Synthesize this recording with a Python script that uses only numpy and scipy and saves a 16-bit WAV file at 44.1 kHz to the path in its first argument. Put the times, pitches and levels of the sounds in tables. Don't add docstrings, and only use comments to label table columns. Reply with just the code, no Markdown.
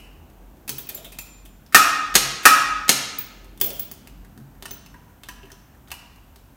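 import sys
import numpy as np
from scipy import signal
from scipy.fft import rfft, irfft
from scipy.io import wavfile
from scipy.ndimage import uniform_filter1d

SR = 44100
rng = np.random.default_rng(int(sys.argv[2]) if len(sys.argv) > 2 else 0)


def decibels_to_gain(level_db):
    exponent = np.asarray(level_db, float) / 20
    return 10 ** exponent


def transcribe(signal):
    frames = np.atleast_2d(signal).T
    limited = np.clip(frames, -1, 1)
    pcm = np.round(limited * 32767).astype(np.int16)
    wavfile.write(sys.argv[1], SR, pcm)


N = 289296
LEAD = SR // 4

# (frequency [Hz], spectral density [dB per Hz])
AIR_SPECTRUM = [(35, -32), (60, -4.5), (119, -9.5), (257, -10), (442, -20.5), (795, -20.5), (1430, -28),
                (1540, -26.5), (1900, -32.5), (2760, -34.5), (4850, -42), (6290, -39), (10300, -41.5),
                (15000, -31.5), (16500, -40.5)]
# (time [s], level [dB])
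SURGES = [(.06, -47), (.45, -49), (.78, -84), (1.15, -49.5), (1.499, -44), (1.752, -46), (2.189, -43),
          (2.749, -46.5), (3.482, -50.5), (3.781, -54), (4.159, -45.5), (4.6, -54), (4.9, -53.5),
          (5.359, -52), (5.65, -57), (6.1, -53), (6.45, -48.5)]
RUMBLE_HZ, RUMBLE_WIDTH_HZ = 45.8, 4.3

# (frequency [Hz], decay time t60 [s])
ROOM_T60 = [(100, 0.88), (400, 1), (1200, 1.0), (2800, 1), (6000, 0.77), (10000, 0.43), (16000, .35)]
# (delay [s], level [dB])
ECHOES = [(.0055, -19.5), (0.011, -12), (0.024, -13.5), (0.034, -16.5)]

# (frequency [Hz], level [dB], decay time t60 [s])
FRAME_MODES = [(137, -6.5, 0.27), (239, -4.5, 0.14), (390, 7.5, 0.15), (674, 1, 0.42), (955, -1, .1),
               (289.7, 2.5, 0.2), (463, -4.5, 0.17)]
# (time [s], frequency [Hz], level [dB], rise time [s])
THUMPS = [(.17, 78.7, -45.5, 0.037), (.70, 137, -40.5, 0.039), (.70, 390, -41, 0.031),
          (.89, 622, -46.5, 0.075), (1.76, 137, -43, 0.041), (2.2, 137, -38, 0.037),
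          (2.93, 134.3, -40, 0.036), (3.62, 610, -42, 0.064), (3.619, 328, -40.5, 0.019),
          (3.625, 480, -42.5, 0.04), (3.63, 415, -42, 0.041), (4.36, 225, -42, 0.027),
          (4.40, 137, -41, 0.03)]

# (time [s], high ring [dB], middle ring [dB], share of free ring time [0-1])
SMALL_KEYS = [(0.694, -30, -53, 0.56), (0.782, -28, -33, 0.42), (0.868, -36, -48, .3),
              (.889, -42.5, -26.5, 0.15), (0.947, -33, -30, 0.32), (1.046, -47, -58, 0.49),
              (1.186, -41, -43.5, 0.96), (3.186, -20, -31, 0.43), (3.611, -13, -26, 0.54),
              (3.643, -24, -44, 0.63), (3.658, -40, -26, .3), (3.73, -33, -49, 0.87),
              (3.794, -20, -36, 0.38), (3.804, -22, -43, .35), (3.917, -31.5, -38.5, 0.16),
              (4.711, -30, -55, 0.53), (4.735, -57, -44, 0.24)]
# (time [s], level [dB], share of free ring time [0-1])
LONG_KEY = [
    (0.947, -46, 0.34),
    (1.184, -46, 1),
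    (3.186, -60, 0.97),
    (3.643, -51, .63),
    (4.711, -57, 0.42),
]
# (frequency [Hz], split [Hz], decay time t60 [s], share of the weaker mode [0-1])
KEY_MODES = [
    (15570, 30, .25, .7),
    (7185, 5, 1.4, .95),
    (12410, 27, .4, .7),
]
BEAT_TURNS = (0.085, 0.08, 0.051)

# (frequency [Hz], spectral density [dB per Hz])
TICK_SPECTRUM = [(290, -40), (600, -7.5), (1100, -8.5), (2160, -12), (3350, -6), (7700, -8.5),
                 (14900, -6.5), (16500, -18.5)]
# (time [s], tick level [dB], ring level [dB])
LOCK = [(0.6784, -21.5, -38.5), (0.6822, -22, -45), (0.6928, -7.5, -51), (1.1872, -19.5, -35.5),
        (3.185, -22, -40)]
BARREL = [(3.5756, -36, -55), (3.6131, -2.5, -27), (3.6176, -15, -43), (3.7049, -18, -45),
          (3.7658, -32, -63), (3.7963, -21.5, -59.5), (3.9144, -22.5, -52)]
COVER = [(-.03, -26.5, -30), (0.2994, -48, -68), (3.4444, -40, -56), (4.0729, -34, -44), (4.658, -45, -37),
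         (4.8614, -40.5, -45.5), (5.291, -40, -39), (5.4313, -55, -45), (5.4548, -46, -50),
         (5.9163, -20.5, -30.5), (6.1594, -47, -56)]
BOX = [(0.57, -50, -70), (4.3765, -38.5, -48), (4.5515, -51, -62), (4.6552, -23, -34.5), (4.9417, -48, -46),
       (5.0944, -53, -64), (5.7483, -54, -53), (5.8833, -41.5, -49)]
ROCKER = [(4.2475, -45, -50.5), (5.2871, -24.5, -36), (5.5024, -40.5, -47)]
SPRING = [(.697, -35, -35), (1.6634, -41, -50), (4.66, -51, -40), (4.862, -52, -52), (5.29, -44, -35.5),
          (5.5175, -40, -46.5), (6.3594, -38.5, -65)]
PIN = [(3.6006, -31, -49), (3.603, -28, -43), (3.6431, -22, -47), (4.66, -48, -37)]
LEVER = [
    (4.6242, -29, -42),
    (4.712, -40, -42),
    (5.2347, -31, -42),
    (5.875, -48, -50),
    (5.9047, -37, -46),
]
PANEL = [(4.945, -51, -47), (5.288, -50, -43), (5.918, -45, -43)]
CATCH = [
    (.697, -43, -33),
    (4.693, -41, -52),
    (4.7094, -25, -38),
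    (5.5175, -33, -44),
]
TUMBLERS = [(.8718, -49.5, -48.5), (.8892, -22.5, -43.5), (.9457, -28, -52.5), (1.1209, -33, -46.5),
            (1.27, -50.5, -52)]
SLIDE = [(.7815, -26, -46), (.895, -38, -43.5), (.975, -33.5, -44.5), (1.0448, -31, -40.5),
         (1.125, -45, -51), (1.452, -38.5, -49.5)]
# (clicks, centre frequency [Hz], mode spread [0-1], decay time t60 [s],
# tick tilt [dB per octave], contact time [s])
PARTS = [(LOCK, 2540, .04, 0.061, 1.2, 0.0018), (BARREL, 3590, 0.026, 0.031, 1.9, 0.00097),
         (COVER, 2830, 0.061, 0.011, -0.72, 0.0018), (BOX, 1710, 0.12, 0.019, -0.96, 0.0014),
         (ROCKER, 1785, 0.076, 0.022, -0.19, 0.0011), (SPRING, 5650, 0.08, .015, -1.5, 0.0023),
         (PIN, 8700, .05, 0.025, 1.2, 0.0019), (LEVER, 3700, 0.11, 0.0027, -2.1, 0.0017),
         (PANEL, 985, 0.027, 0.14, -1.6, 0.003), (CATCH, 6230, .008, .05, -1.4, 0.0012),
         (TUMBLERS, 2560, 0.03, .03, 1.5, .011), (SLIDE, 3450, .13, .015, 1.5, .011)]
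# (time [s], level [dB])
TOUCHES = [(4.2471, -47.5), (4.3762, -40), (4.6249, -40.5), (4.7099, -39), (5.4304, -37)]

# (time [s], level [dB], rattle time [s])
PULLS = [
    (1.746, 5.007, 0.0077),
    (2.454, 5, 0.0092),
]
DROPS = [
    (2.153, 2.994, 0.0066),
    (2.892, 5, 0.0029),
]
# (lead [s], level re the blow [dB], rattle time [s])
PULL_START = (0.022, -36.5, 0.059)
DROP_START = (0.011, -22.5, 0.0087)
# (frequency [Hz], width [Hz], peak level [dB])
PULL_BODY = [(850, 150, -12), (1249.6, 61, 3), (1434, 92, -8.5), (1619, 15, -12.5), (1855, 140, -7),
             (2245, 270, -16.5), (2724, 63, -17.5), (3500, 55, -11.5), (5540, 270, -21.5),
             (6443, 400, -12.5)]
DROP_BODY = [(840, 130, -13), (1320, 59, -2), (1762, 59, -3), (2460, 220, -9), (4260, 430, -5.5),
             (5860, 900, 6.5), (6670, 240, 3.5), (9000, 500, 4), (11080, 1860, -4)]
# (frequency [Hz], spectral density [dB per Hz])
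PULL_CRACK = [(59, -56.5), (100, -36.5), (273, -13.5), (427, -28), (794, -22.5), (1030, -19.5),
              (1270, -9.5), (1470, -10), (2510, -11.5), (2980, -19.5), (13300, -20), (15400, -23.5),
              (16500, -42.5)]
DROP_CRACK = [(59, -37.5), (100, -13), (291, -7.5), (560, -11.5), (1000, -10), (1270, -6), (1470, -11.5),
              (1750, -5.5), (3390, -8), (5910, -7.5), (13600, -16.5), (15400, -20), (16500, -32)]
# (frequency [Hz], level [dB], decay time t60 [s])
YOKE_MODES = [(1269, 2.5, 0.96), (1224, -10, 0.52), (1810, -11, 0.46), (2545, -15, 0.69), (783, -15, 0.8),
              (1358, -10.5, .6), (1600, -14.5, .6), (3370, -19.5, .5)]


def peak(x, db):
    return x * decibels_to_gain(db) / np.max(np.abs(x))


def level(x, db):
    return x * decibels_to_gain(db) / np.sqrt(np.mean(x ** 2))


def shade(x, table):
    hz, db = np.transpose(table)
    f = np.arange(1025) * SR / 2048 + 1
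    gain = decibels_to_gain(np.interp(np.log(f), np.log(hz), db))
    cepstrum = irfft(np.log(gain))
    cepstrum[1:1024] *= 2
    cepstrum[1025:] = 0
    response = irfft(np.exp(rfft(cepstrum)))
    return signal.fftconvolve(x, response)[:len(x)]


def ring(x, hz, t60):
    radius = np.exp(-np.log(1000) / (max(t60, 1 / 1000) * SR))
    angle = 2 * np.pi * hz / SR
    return signal.lfilter([np.sin(angle)], [1, -2 * radius * np.cos(angle), radius * radius], x)


def rattle(tau, rough_db, size=SR // 3):
    grains = np.repeat(decibels_to_gain(rough_db * rng.standard_normal(size // 20 + 1)), 20)[:size]
    decay = np.exp(-np.arange(size) / (max(tau, 1 / SR) * SR))
    spectrum = rfft(rng.standard_normal(size) * grains * decay)
    smooth_power = uniform_filter1d(np.abs(spectrum) ** 2, size // 200)
    force = irfft(spectrum / np.sqrt(smooth_power), size)
    return force * (np.arange(size) < size // 2)


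def add(out, x, s):
    i = int(s * SR) + LEAD
    out[i:i + len(x)] += x[:len(out) - i]


def walk(rate):
    k = int(SR / rate)
    steps = np.repeat(rng.standard_normal(N // k + 1), k)
    return 1.2 * uniform_filter1d(uniform_filter1d(steps, k), k)[:N]


def ventilation():
    hiss = shade(rng.standard_normal(N + LEAD), AIR_SPECTRUM)[LEAD:]
    air, spectrum = 0, rfft(hiss)
    f = np.arange(N // 2 + 1) * SR / N + 1
    for centre in 50 * 2. ** np.arange(9):
        band = irfft(spectrum * np.maximum(1 - np.abs(np.log2(f / centre)), 0), N)
        steadiness = min(1., (400 / centre) ** 0.79)
        air = air + band * decibels_to_gain((2.0 * walk(1.0) + walk(6.1)) * steadiness)

    t = np.arange(N) / SR
    hum_db, surge_s = -60, .12
    swell = decibels_to_gain(hum_db) + sum(decibels_to_gain(db) * np.exp(-((t - s) / surge_s) ** 2) for s, db in SURGES)
    pitch_hz = RUMBLE_HZ + .3 * RUMBLE_WIDTH_HZ * walk(8)
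    rumble = np.sin(2 * np.pi * np.cumsum(pitch_hz) / SR)
    rumble = rumble + .5 * level(ring(rng.standard_normal(N), RUMBLE_HZ, 3.6 / RUMBLE_WIDTH_HZ), 0)
    return level(air, -51) + level(rumble, 0) * swell


def room():
    near_t60_s, near_db, room_db = 0.031, -3.5, -4.5
    t = np.arange(SR) / SR
    hz, t60 = np.transpose(ROOM_T60)
    f = np.arange(SR // 2 + 1) + 1.
    noise, tail = rfft(rng.standard_normal(SR)), 0
    for centre in 60 * 2 ** np.arange(0, 8.6, .5):
        band = irfft(noise * np.maximum(1 - 2 * np.abs(np.log2(f / centre)), 0), SR)
        tail = tail + band * decibels_to_gain(-60 * t / np.interp(np.log(centre), np.log(hz), t60))
    tail *= 1 - np.exp(-t / 0.0052)
    near = rng.standard_normal(SR) * decibels_to_gain(-60 * t / near_t60_s) * (1 - np.exp(-t / 0.0036))
    response = decibels_to_gain(room_db) * tail / np.linalg.norm(tail) + decibels_to_gain(near_db) * near / np.linalg.norm(near)
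    for s, db in ECHOES:
        response[int(s * SR)] += decibels_to_gain(db)
    return response


def thumps():
    out, t = np.zeros(N + LEAD), np.arange(SR // 2) / SR
    for s, hz, db, rise in THUMPS:
        wobble = 0.4 * np.sin(2 * np.pi * (11 * t + rng.random()))
        rough = np.clip((hz - 150) / 350, 0, 1)
        crowd = level(ring(rng.standard_normal(len(t)), hz, 14 / hz), -3)
        tone = (1 - rough) * np.sin(2 * np.pi * hz * t + wobble) + rough * crowd
        envelope = t / rise * np.exp(1 - t / rise)
        add(out, decibels_to_gain(db) * envelope * tone, s)
    return out


def timber(force):
    push = uniform_filter1d(np.abs(force), 12)
    sway = decibels_to_gain(4.0 * rng.standard_normal(len(FRAME_MODES)))
    return sum(decibels_to_gain(db) * share * ring(push, hz, t60) * 1000 / hz
               for (hz, db, t60), share in zip(FRAME_MODES, sway))


def keys():
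    out, t = np.zeros(N + LEAD), np.arange(SR // 2) / SR
    high = [(s, db, hold) for s, db, _, hold in SMALL_KEYS]
    middle = [(s, db, hold) for s, _, db, hold in SMALL_KEYS]
    for rows, (hz, split_hz, t60, depth), turns in zip((high, LONG_KEY, middle), KEY_MODES, BEAT_TURNS):
        beat = 1 + depth * np.exp(2j * np.pi * (split_hz * t + turns))
        tone = np.imag(beat * np.exp(2j * np.pi * hz * t))
        for s, db, hold in rows:
            decay = decibels_to_gain(db - 60 * t / (t60 * max(hold, .05)))
            fades = (1 - t / t[-1]) * np.minimum(t / .0015, 1)
            add(out, decay * tone * fades, s)
    return out


def clicks():
    knock_db, knock_share = -29, .55
    ticks, parts = np.zeros((2, N + LEAD))
    for rows, hz, spread, t60, tilt_db, contact in PARTS:
        colour = [(f, db + tilt_db * np.log2(max(f, 1500) / 4000)) for f, db in TICK_SPECTRUM]
        for s, tick_db, ring_db in rows:
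            force = rattle(contact, rough_db=3.5)
            cluster_hz = hz * (1 + spread * (2 * rng.random(6) - 1))
            part = sum(ring(force, f, t60) for f in cluster_hz)
            knock = peak(timber(force), knock_db + knock_share * tick_db)
            add(ticks, peak(shade(force, colour), tick_db), s)
            add(parts, peak(part, ring_db + 5) + knock, s)
    for s, db in TOUCHES:
        add(parts, peak(timber(rattle(0.0031, rough_db=6.0)), db), s)
    return ticks, parts


def contactor(blows, start, body, crack, crack_db, yoke_db, timber_db):
    out = np.zeros(N + LEAD)
    for s, db, tau in blows:
        for lead, under_db, length in ((0, 0, tau), start):
            force = rattle(length, rough_db=1.5, size=SR // 2)
            ring_db = -8.5 if lead else 0
            modes = 0
            for k, (hz, width, mode_db) in enumerate(body):
                mode = level(ring(force, hz, 2.5 / width), mode_db + 10 * np.log10(width))
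                modes = modes + (-1) ** k * mode
            yoke = sum(decibels_to_gain(g) * level(ring(force, hz, t60), 0) for hz, g, t60 in YOKE_MODES)
            knock = timber(force * np.exp(-np.arange(SR // 2) / 60))
            sound = level(modes, ring_db) + level(shade(force, crack), crack_db)
            sound += level(yoke, yoke_db + ring_db) + level(knock, timber_db)
            add(out, peak(sound, db + under_db), s - lead)
    return out


def scene():
    pulls = contactor(PULLS, PULL_START, PULL_BODY, PULL_CRACK, crack_db=0, yoke_db=-8.5, timber_db=-21.5)
    drops = contactor(DROPS, DROP_START, DROP_BODY, DROP_CRACK, crack_db=1, yoke_db=-23, timber_db=-22)
    slams = decibels_to_gain(3.5) * pulls + decibels_to_gain(1.0) * drops
    small_source = signal.butter(2, 150, "high", fs=SR, output="sos")
    slams = signal.sosfilt(small_source, signal.sosfilt(small_source, slams))
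    jingle = keys()
    ticks, parts = clicks()

    sent = slams + decibels_to_gain(0.5) * ticks + decibels_to_gain(-0.5) * parts + decibels_to_gain(-6.5) * jingle
    reverberant = signal.fftconvolve(sent, room())[:LEAD + N]
    heard = slams + ticks + parts + jingle + thumps() + reverberant
    return (heard[LEAD:] + ventilation())[None]


def top_cut(x):
    return signal.sosfilt(signal.butter(12, 16620, fs=SR, output="sos"), x)


def record(dry):
    loud = np.clip(np.tanh(dry / 2.423) * 2.49, -.97, .97)
    loud = signal.sosfilt(signal.butter(2, 30, "high", fs=SR, output="sos"), loud)
    loud = signal.sosfilt(signal.ellip(10, .2, 45, 15900, fs=SR, output="sos"), loud)
    return top_cut(loud)


dry = scene()
out = record(dry)
transcribe(out)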